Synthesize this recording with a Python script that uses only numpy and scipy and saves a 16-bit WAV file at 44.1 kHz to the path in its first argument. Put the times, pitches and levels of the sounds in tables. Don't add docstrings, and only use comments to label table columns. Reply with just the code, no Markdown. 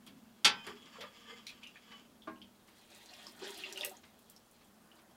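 import sys
import numpy as np
from scipy import signal
from scipy.fft import rfft, irfft, next_fast_len
from scipy.io import wavfile
from scipy.ndimage import uniform_filter1d

SR = 44100
rng = np.random.default_rng(int(sys.argv[2]) if len(sys.argv) > 2 else 0)


def generate_wav(signal):
    frames = np.transpose(np.atleast_2d(signal))
    scaled = np.clip(frames, -1, 1) * 32767
    pcm = np.round(scaled).astype(np.int16)
    wavfile.write(sys.argv[1], SR, pcm)


N = 227571
TIME = np.arange(N) / SR
TAIL = TIME[:SR * 3 // 4]

# time_s, flow_db
RUN_OFF = [(2.62, -81), (2.72, -69), (2.86, -69), (2.96, -62), (3.2, -60), (3.38, -57.5), (3.48, -50.5),
           (3.87, -52), (3.94, -70), (4.45, -79)]


def amp(db):
    return 10 ** (np.asarray(db) / 20)


def unit(x):
    return x / np.sqrt(np.mean(x ** 2) + 1e-30)


def crest(x):
    return x / np.sqrt(uniform_filter1d(x ** 2, SR // 100).max() + 1e-30)


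def read(points, hz):
    f, value = np.transpose(points)
    return np.interp(np.log(hz + 1), np.log(f + 1), value)


def curve(points):
    return np.interp(TIME, *np.transpose(points))


def add(mix, start_s, sound):
    part = mix[max(round(start_s * SR), 0):][:len(sound)]
    part += sound[:len(part)]


def colour(x, gain):
    size = next_fast_len(len(x))
    return irfft(rfft(x, size) * gain(np.fft.rfftfreq(size, 1 / SR)), size)[:len(x)]


def equalise(x, spectrum):
    return colour(x, lambda hz: amp(read(spectrum, hz)))


def die_away(x, t60s):
    hz, t, bands = signal.stft(x, SR, nperseg=256)
    fade = amp(-60 * t / read(t60s, hz)[:, None])
    return signal.istft(bands * fade, SR, nperseg=256)[1][:len(x)]


def wander(rate_hz):
    knots = rng.standard_normal(int(N / SR * rate_hz) + 2)
    return unit(np.interp(TIME * rate_hz, np.arange(len(knots)), knots))


def swell(peak_s, db, sigma_s):
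    return amp(db) * np.exp(-.5 * ((TIME - peak_s) / sigma_s) ** 2)


def chance(per_s, length=N):
    return rng.random(length) < per_s / SR


def drop_sizes(spread_db):
    return amp(spread_db * np.minimum(rng.exponential(1, N), 3))


def singing(hz, width_hz):
    x = colour(rng.standard_normal(N), lambda f: 1 / (1 + (2 * (f - hz) / width_hz) ** 2))
    return x / np.sqrt(uniform_filter1d(x ** 2, size=2200) + 1e-20)


def cabin(x, wet_db, first_echo_s=.003):
    # freq_hz, t60_s
    room_decay = [(200, 0.37), (1000, 0.13), (3000, 0.17), (8000, 0.1), (15000, 0.18)]
    taps = rng.standard_normal(len(TAIL)) * chance(4000, len(TAIL)) * (TAIL > first_echo_s)
    echoes = die_away(taps, room_decay)
    response = amp(wet_db) * echoes / np.linalg.norm(echoes)
    response[0] += 1
    return signal.fftconvolve(x, response)[:len(x)]


def room_tone(hiss_db=-66.5, settled_db=-71, fall_db=7.5, settle_s=1.84):
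    # freq_hz, gain_db
    hiss_spectrum = [(15, -43.5), (25, -16.5), (98, -10.5), (167, -11), (219, -8.5), (271, -20), (301, -8),
                     (529, -12.5), (621, -11.5), (1420, -17.5), (1720, -20.5), (2300, -25.5), (3010, -27),
                     (3730, -25), (15000, -28.5)]
    hiss = unit(equalise(rng.standard_normal(N), hiss_spectrum))
    hum_db = settled_db + fall_db * np.exp(-TIME / settle_s) + 2.5 * wander(7.3)
    return amp(hiss_db) * hiss + amp(hum_db) * singing(hz=228, width_hz=65)


def ring(modes, t60_scale=1.0, gain=np.ones_like):
    hz, db, t60 = np.transpose(modes)[:, :, None]
    phase = rng.random(hz.shape)
    decay = np.exp(-np.log(1000) * TAIL / (t60 * t60_scale))
    return (gain(hz) * amp(db) * decay * np.sin(2 * np.pi * (hz * TAIL + phase))).sum(0)


def knocks(build_s=0.01, clatter_db=-5.5, clatter_t60_scale=0.9):
    # start_s, level_db, corner_hz (low = soft blow), steel_db, wood_db
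    blows = [(0.066, -56.5, 6960, -1, -3), (0.446, -20, 13800, 2.5, -27), (0.4551, -25, 6200, -10, -25),
             (0.6661, -44, 1670, -12, -8), (0.854, -59, 6000, -11, -8), (1.006, -45, 3700, -0.5, -26),
             (1.915, -54, 2400, 1, -13), (2.273, -48.5, 945, -10, 11.5), (2.679, -61, 2480, -13, -3.5),
             (4.033, -57.5, 3040, -10, -13), (4.607, -66, 3520, -8, -15.5), (4.983, -65.5, 2970, 0, -2.5)]
    # pitch_hz, level_db, base_t60_s
    steel_modes = [(828, -19, .22), (877, -20, .22), (922, -29, .5), (1345, -13, .19), (1540, -18, .28),
                   (1728, -15, .15), (2216, -12, .16), (2462, -33, .4), (2493, -18, .2), (2619, -13, .16),
                   (2697, -13, .15), (2923, -15, .13), (3036, -13, .17), (3122, -29, .6), (3223, -2, .11),
                   (3326, -12, .12), (3464, -12, .15), (3509, -8, .13), (3543, -8, .14), (3710, -12, .15),
                   (3936, -13, .13), (3986, -13, .13), (4472, -8, .12), (4625, -6, .12), (4846, -9, .12),
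                   (5068, -29, .36), (5547, -14, .11), (5660, -12, .1), (5994, -18, .14), (7609, -23, .1)]
    # pitch_hz, level_db, base_t60_s
    stave_modes = [(196.4, -17, 0.36), (242.6, -16.5, 0.16), (320.8, -3.5, 0.32), (400, -9.5, 0.18),
                   (640.5, -5.5, 0.21), (1075, -7, 0.36), (1177, -1, 0.13), (1448, -9.5, 0.17),
                   (1617, -14.5, 0.38)]
    # freq_hz, gain_db
    clatter_spectrum = [(35, -68.5), (100, -37.5), (220, -16.5), (310, -25.5), (430, -16), (650, -24),
                        (850, -15), (1400, -14.5), (2200, -8), (3250, -8), (4500, -8), (6500, -10.5),
                        (9500, -14.5), (16000, -35.5)]
    # freq_hz, base_t60_s
    clatter_decay = [(150, 0.78), (400, 0.29), (1000, 0.37), (2800, 0.2), (5000, 0.15), (8000, 0.11),
                     (14000, 0.113)]
    out = np.zeros(N)
    build = np.minimum(0.3 + TAIL / build_s, 1) * np.minimum(TAIL / .0005, 1)
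    for start_s, db, corner_hz, steel_db, wood_db in blows:
        contact = lambda hz: 1 / np.sqrt(1 + (hz / corner_hz) ** 4)
        noise = rng.standard_normal(len(TAIL))
        dense = unit(colour(noise, lambda hz: amp(read(clatter_spectrum, hz)) * contact(hz)))
        clatter = die_away(dense, [(hz, t60 * clatter_t60_scale) for hz, t60 in clatter_decay])
        steel = amp(steel_db + 0.5) * ring(steel_modes, t60_scale=1.27, gain=contact)
        wood = amp(wood_db) * ring(stave_modes, t60_scale=0.8)
        add(out, start_s, amp(db) * build * (2 * amp(clatter_db) * clatter + steel + wood))
    return out


def wetness(time_s, deep_db=2.5, raised_db=-1):
    return np.interp(time_s, [2.3, 3.1], [deep_db, raised_db])


def bubble(hz, t60, rise_octaves=0.18):
    t = TAIL[:SR // 3]
    pitch = hz * 2 ** (rise_octaves * np.minimum(t / t60, 2))
    envelope = np.exp(-np.log(1000) * t / t60) * (1 - np.exp(-t * hz))
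    return np.sin(2 * np.pi * np.cumsum(pitch) / SR) * envelope


def plinks(satellites=4, satellite_db=-9, scatter_octaves=0.365, max_delay_s=.014):
    # start_s, pitch_hz, level_db
    bubbles = [(0.066, 3200, -58), (0.667, 408, -50.5), (0.957, 1057, -55.5), (0.984, 500, -53),
               (1.009, 577, -53), (1.038, 1180, -48.5), (1.467, 2310, -50.5), (1.469, 4000, -46.5),
               (1.492, 2460, -50.5), (1.631, 2430, -52.5), (1.635, 2900, -53), (1.665, 2750, -52.5),
               (1.757, 1740, -57), (1.759, 2360, -56), (2.221, 3410, -58), (2.36, 2840, -64.5),
               (2.417, 3090, -51.5), (3.115, 730, -59), (3.133, 2690, -56.5), (3.268, 5060, -47),
               (3.268, 1157, -56), (3.418, 390.6, -44), (3.471, 3230, -48), (3.607, 3180, -49),
               (3.637, 2720, -39.5), (3.661, 3340, -48), (3.76, 2900, -47.5), (3.775, 2780, -40.5),
               (3.806, 592, -48.5), (3.81, 3530, -37), (3.833, 2684, -37.5), (3.837, 1930, -44),
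               (3.849, 562, -49.5), (3.912, 759, -52.5), (3.969, 6500, -56.5), (4.364, 5360, -57),
               (4.916, 2900, -59.5)]
    out = np.zeros(N)
    t60 = lambda hz: 50 * (1000 / hz) ** 0.31 / hz
    for start_s, hz, db in bubbles:
        cluster = bubble(hz, t60(hz))
        for height, delay in rng.random((satellites, 2)):
            satellite_hz = hz * 2 ** (scatter_octaves * (3 * height - 1))
            satellite = bubble(satellite_hz, t60(satellite_hz) / 2)
            add(cluster, max_delay_s * delay, amp(satellite_db) * satellite)
        add(out, start_s, amp(db) * crest(cabin(cluster, wetness(start_s))))
    return out


def slaps():
    # start_s, level_db, centre_hz
    drops = [(0.065, -60, 9300), (0.667, -54, 7100), (1.01, -61, 9900), (1.468, -49, 5340),
             (1.494, -52.5, 3500), (1.634, -54, 3230), (1.672, -60.5, 5430), (2.904, -63.5, 6040),
             (2.948, -61, 8300), (3.059, -58, 6100), (3.137, -54.5, 4740), (3.505, -51, 7600),
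             (3.577, -52, 9200), (3.7254, -44.5, 5400), (3.775, -48, 6350), (3.809, -54, 9000),
             (3.848, -35, 8600), (3.895, -51, 7600), (4.191, -64, 11000), (4.299, -54.5, 9900),
             (4.362, -68, 9700), (4.513, -64.5, 9000)]
    out, t = np.zeros(N), TAIL[:SR // 3]
    burst = np.exp(-t / .0018) + .2 * np.exp(-t / .008)
    for start_s, db, centre_hz in drops:
        octaves = max(0.56 + 0.0074 * (db + 55), .1)
        noise = rng.standard_normal(len(t))
        hiss = colour(noise, lambda hz: 1 / (1 + (np.log2((hz + 1) / centre_hz) / octaves) ** 2))
        add(out, start_s, amp(db) * crest(cabin(hiss * burst, wetness(start_s) - 1)))
    return out


def pressure(light_db=-5.5, firm_db=3.5):
    # time_s, level_db
    light_touch = [(0.2, -72.5), (0.44, -71), (0.56, -59.5), (0.8, -60), (1.1, -60.5), (1.2, -57.5),
                   (1.5, -60), (1.74, -65), (1.98, -59.5), (2.15, -77)]
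    # peak_s, level_db, sigma_s
    pushes = [(0.69, -55, 0.048), (0.881, -61.5, 0.026), (0.973, -57.5, 0.026), (1.04, -55, 0.019),
              (1.318, -53, 0.038), (1.925, -62, 0.02)]
    touch = amp(curve(light_touch)) ** 2
    push = sum(swell(*row) ** 2 for row in pushes)
    return 10 * np.log10(touch + push), light_db + (firm_db - light_db) * push / (touch + push)


def slide(knee_hz=2400, grit_db=1.5, ring_growth=.65):
    # pitch_hz, width_hz, level_db
    rubbed_modes = [(469, 4.9, 4), (1000, 14, -5.5), (1182, 33, 3.5), (1704, 85, -2), (1976, 25.8, -8.5),
                    (2287, 26, -13), (3090, 36, 0), (3340, 75, -2.5), (3444, 55, -15.5), (4585, 99, -8),
                    (4940, 50, -16), (4930, 80, -12), (5277, 130, -13.5), (5400, 60, -15),
                    (6830, 200, -14.5), (7140, 160, -22)]
    # freq_hz, gain_db
    grit_spectrum = [(100, -31), (300, -30), (1000, -7.5), (2800, -10), (3900, -16), (5000, -21.5),
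                     (7500, -22.5), (9000, -44), (16000, -41)]
    level_db, low_db = pressure()
    slips = rng.standard_normal(N) * chance(per_s=700) * amp(2.5 * wander(45))
    grit = amp(grit_db) * equalise(slips, grit_spectrum)
    modes = np.zeros(N)
    for hz, width_hz, db in rubbed_modes:
        reach_db = 3 * wander(12)
        modes += amp(db + reach_db) * colour(slips, lambda f: 1 / (1 + 2j * (f - hz) / width_hz))
    firmness = amp(ring_growth * (level_db - level_db.max()))
    scrape = unit(cabin(grit + firmness * modes, wet_db=5.0))
    scrape /= np.sqrt(uniform_filter1d(scrape ** 2, size=6600) + 1e-12)
    low = colour(scrape, lambda hz: 1 / (1 + (hz / knee_hz) ** 8))
    return amp(level_db) * (scrape - low + amp(low_db) * low)


def squeals():
    # peak_s, pitch_hz, level_db
    notes = [(0.6, 2484, -57.5), (0.636, 3100, -59.5), (0.73, 405, -63), (1.285, 1774, -67),
             (1.31, 3126, -66), (1.325, 472, -57.5), (1.335, 2084, -60), (1.93, 1138, -63.5),
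             (1.945, 2990, -58)]
    return sum(swell(peak_s, db, sigma_s=.03) * singing(hz, width_hz=24) for peak_s, hz, db in notes)


def thumps(attack_s=0.022):
    # start_s, level_db
    rocks = [(0.667, -57.5), (0.991, -58), (2.274, -54.5), (2.4, -55.5)]
    # pitch_hz, level_db, t60_s
    bench_modes = [(87.7, -5.5, 0.44), (120, -10, 0.6), (198, 8, 0.37), (241.5, 4, 0.56), (312, 8, 0.16)]
    out = np.zeros(N)
    for start_s, db in rocks:
        add(out, start_s, amp(db) * crest(ring(bench_modes) * (1 - np.exp(-TAIL / attack_s))))
    return out


def swarm(low_hz, high_hz, per_s, cycles, spread_db, pitches=36):
    out = np.zeros(N)
    for hz in np.geomspace(low_hz, high_hz, pitches):
        grain = bubble(hz * rng.uniform(1.0, 1.04), cycles / hz, rise_octaves=0.49)[:SR // 8]
        births = chance(per_s / pitches) * drop_sizes(spread_db)
        out += signal.oaconvolve(births, grain * np.sqrt(hz) / np.linalg.norm(grain))[:N]
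    return unit(out)


def pour(spurt_db=2.2, spurt_hz=21.91, gurgle_db=-7):
    # freq_hz, gain_db
    spray_spectrum = [(530, -41), (900, -24), (1700, -0.5), (2200, -2), (3200, 1), (4200, -1), (5500, -8.5),
                      (8000, -12.5), (12000, -24), (16000, -30.5)]
    # freq_hz, gain_db
    gurgle_spectrum = [(200, -30), (310, 7.5), (380, -12), (480, -15), (620, -8), (800, -4.5), (1200, -8.5),
                       (1800, -15), (3000, -32.5)]
    # peak_s, level_db, sigma_s
    gulps = [(3.28, -64.5, 0.027), (3.46, -53, 0.05), (3.85, -59, 0.078), (4.97, -69, 0.19)]
    flow = amp(curve(RUN_OFF) + spurt_db * wander(spurt_hz))
    depth = np.hypot(amp(gurgle_db) * flow, sum(swell(*row) for row in gulps))
    ticks = unit(drop_sizes(spread_db=3) * rng.choice([-1, 1], N) * chance(per_s=600))
    plops = swarm(2200, 9000, per_s=160, cycles=12, spread_db=2.5)
    fizz = swarm(1300, 14000, per_s=1100, cycles=22, spread_db=3.5)
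    clumps = amp(3 * wander(55))
    spray = unit(equalise(clumps * (fizz + amp(-9) * ticks + amp(-5) * plops), spray_spectrum))
    deep_bubbles = swarm(330, 1900, per_s=420, cycles=28, spread_db=3.5)
    gurgle = unit(equalise(deep_bubbles, gurgle_spectrum))
    return flow * unit(cabin(spray, wet_db=7.5)) + depth * unit(cabin(gurgle, wet_db=7.5))


def spatter(full_flow_db=-63.5, centre_hz=7000, decay_s=.001):
    flow_db, tip_s = curve(RUN_OFF), RUN_OFF[0][0]
    droplets = drop_sizes(spread_db=2.5) * chance(per_s=74)
    bursts = signal.lfilter([1], [1, -np.exp(-1 / (decay_s * SR))], droplets) * rng.standard_normal(N)
    ticks = colour(bursts, lambda hz: 1 / (1 + np.log2((hz + 1) / centre_hz) ** 2))
    level = amp(full_flow_db + 0.52 * (flow_db - flow_db.max())) * (TIME > tip_s)
    return level * unit(cabin(ticks, wet_db=0.5))


def hollow(start_s=3.425, end_s=3.91, attack_s=0.012, release_s=0.013, level_db=-60):
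    attack = np.clip((TIME - start_s) / attack_s, 0, 1)
    release = np.exp(-np.maximum(TIME - end_s, 0) / release_s)
    return amp(level_db + 2.5 * wander(13)) * attack * release * singing(hz=384, width_hz=22)


def scene():
    ladle = knocks() + thumps() + slide() + squeals()
    water = plinks() + slaps() + pour() + hollow() + spatter()
    return (ladle + water + room_tone())[None]


def record(dry):
    lowpass = signal.firwin(255, cutoff=15900, window=("kaiser", 7), fs=SR)
    return signal.oaconvolve(dry, lowpass[None], "same")


dry = scene()
out = record(dry)
generate_wav(out)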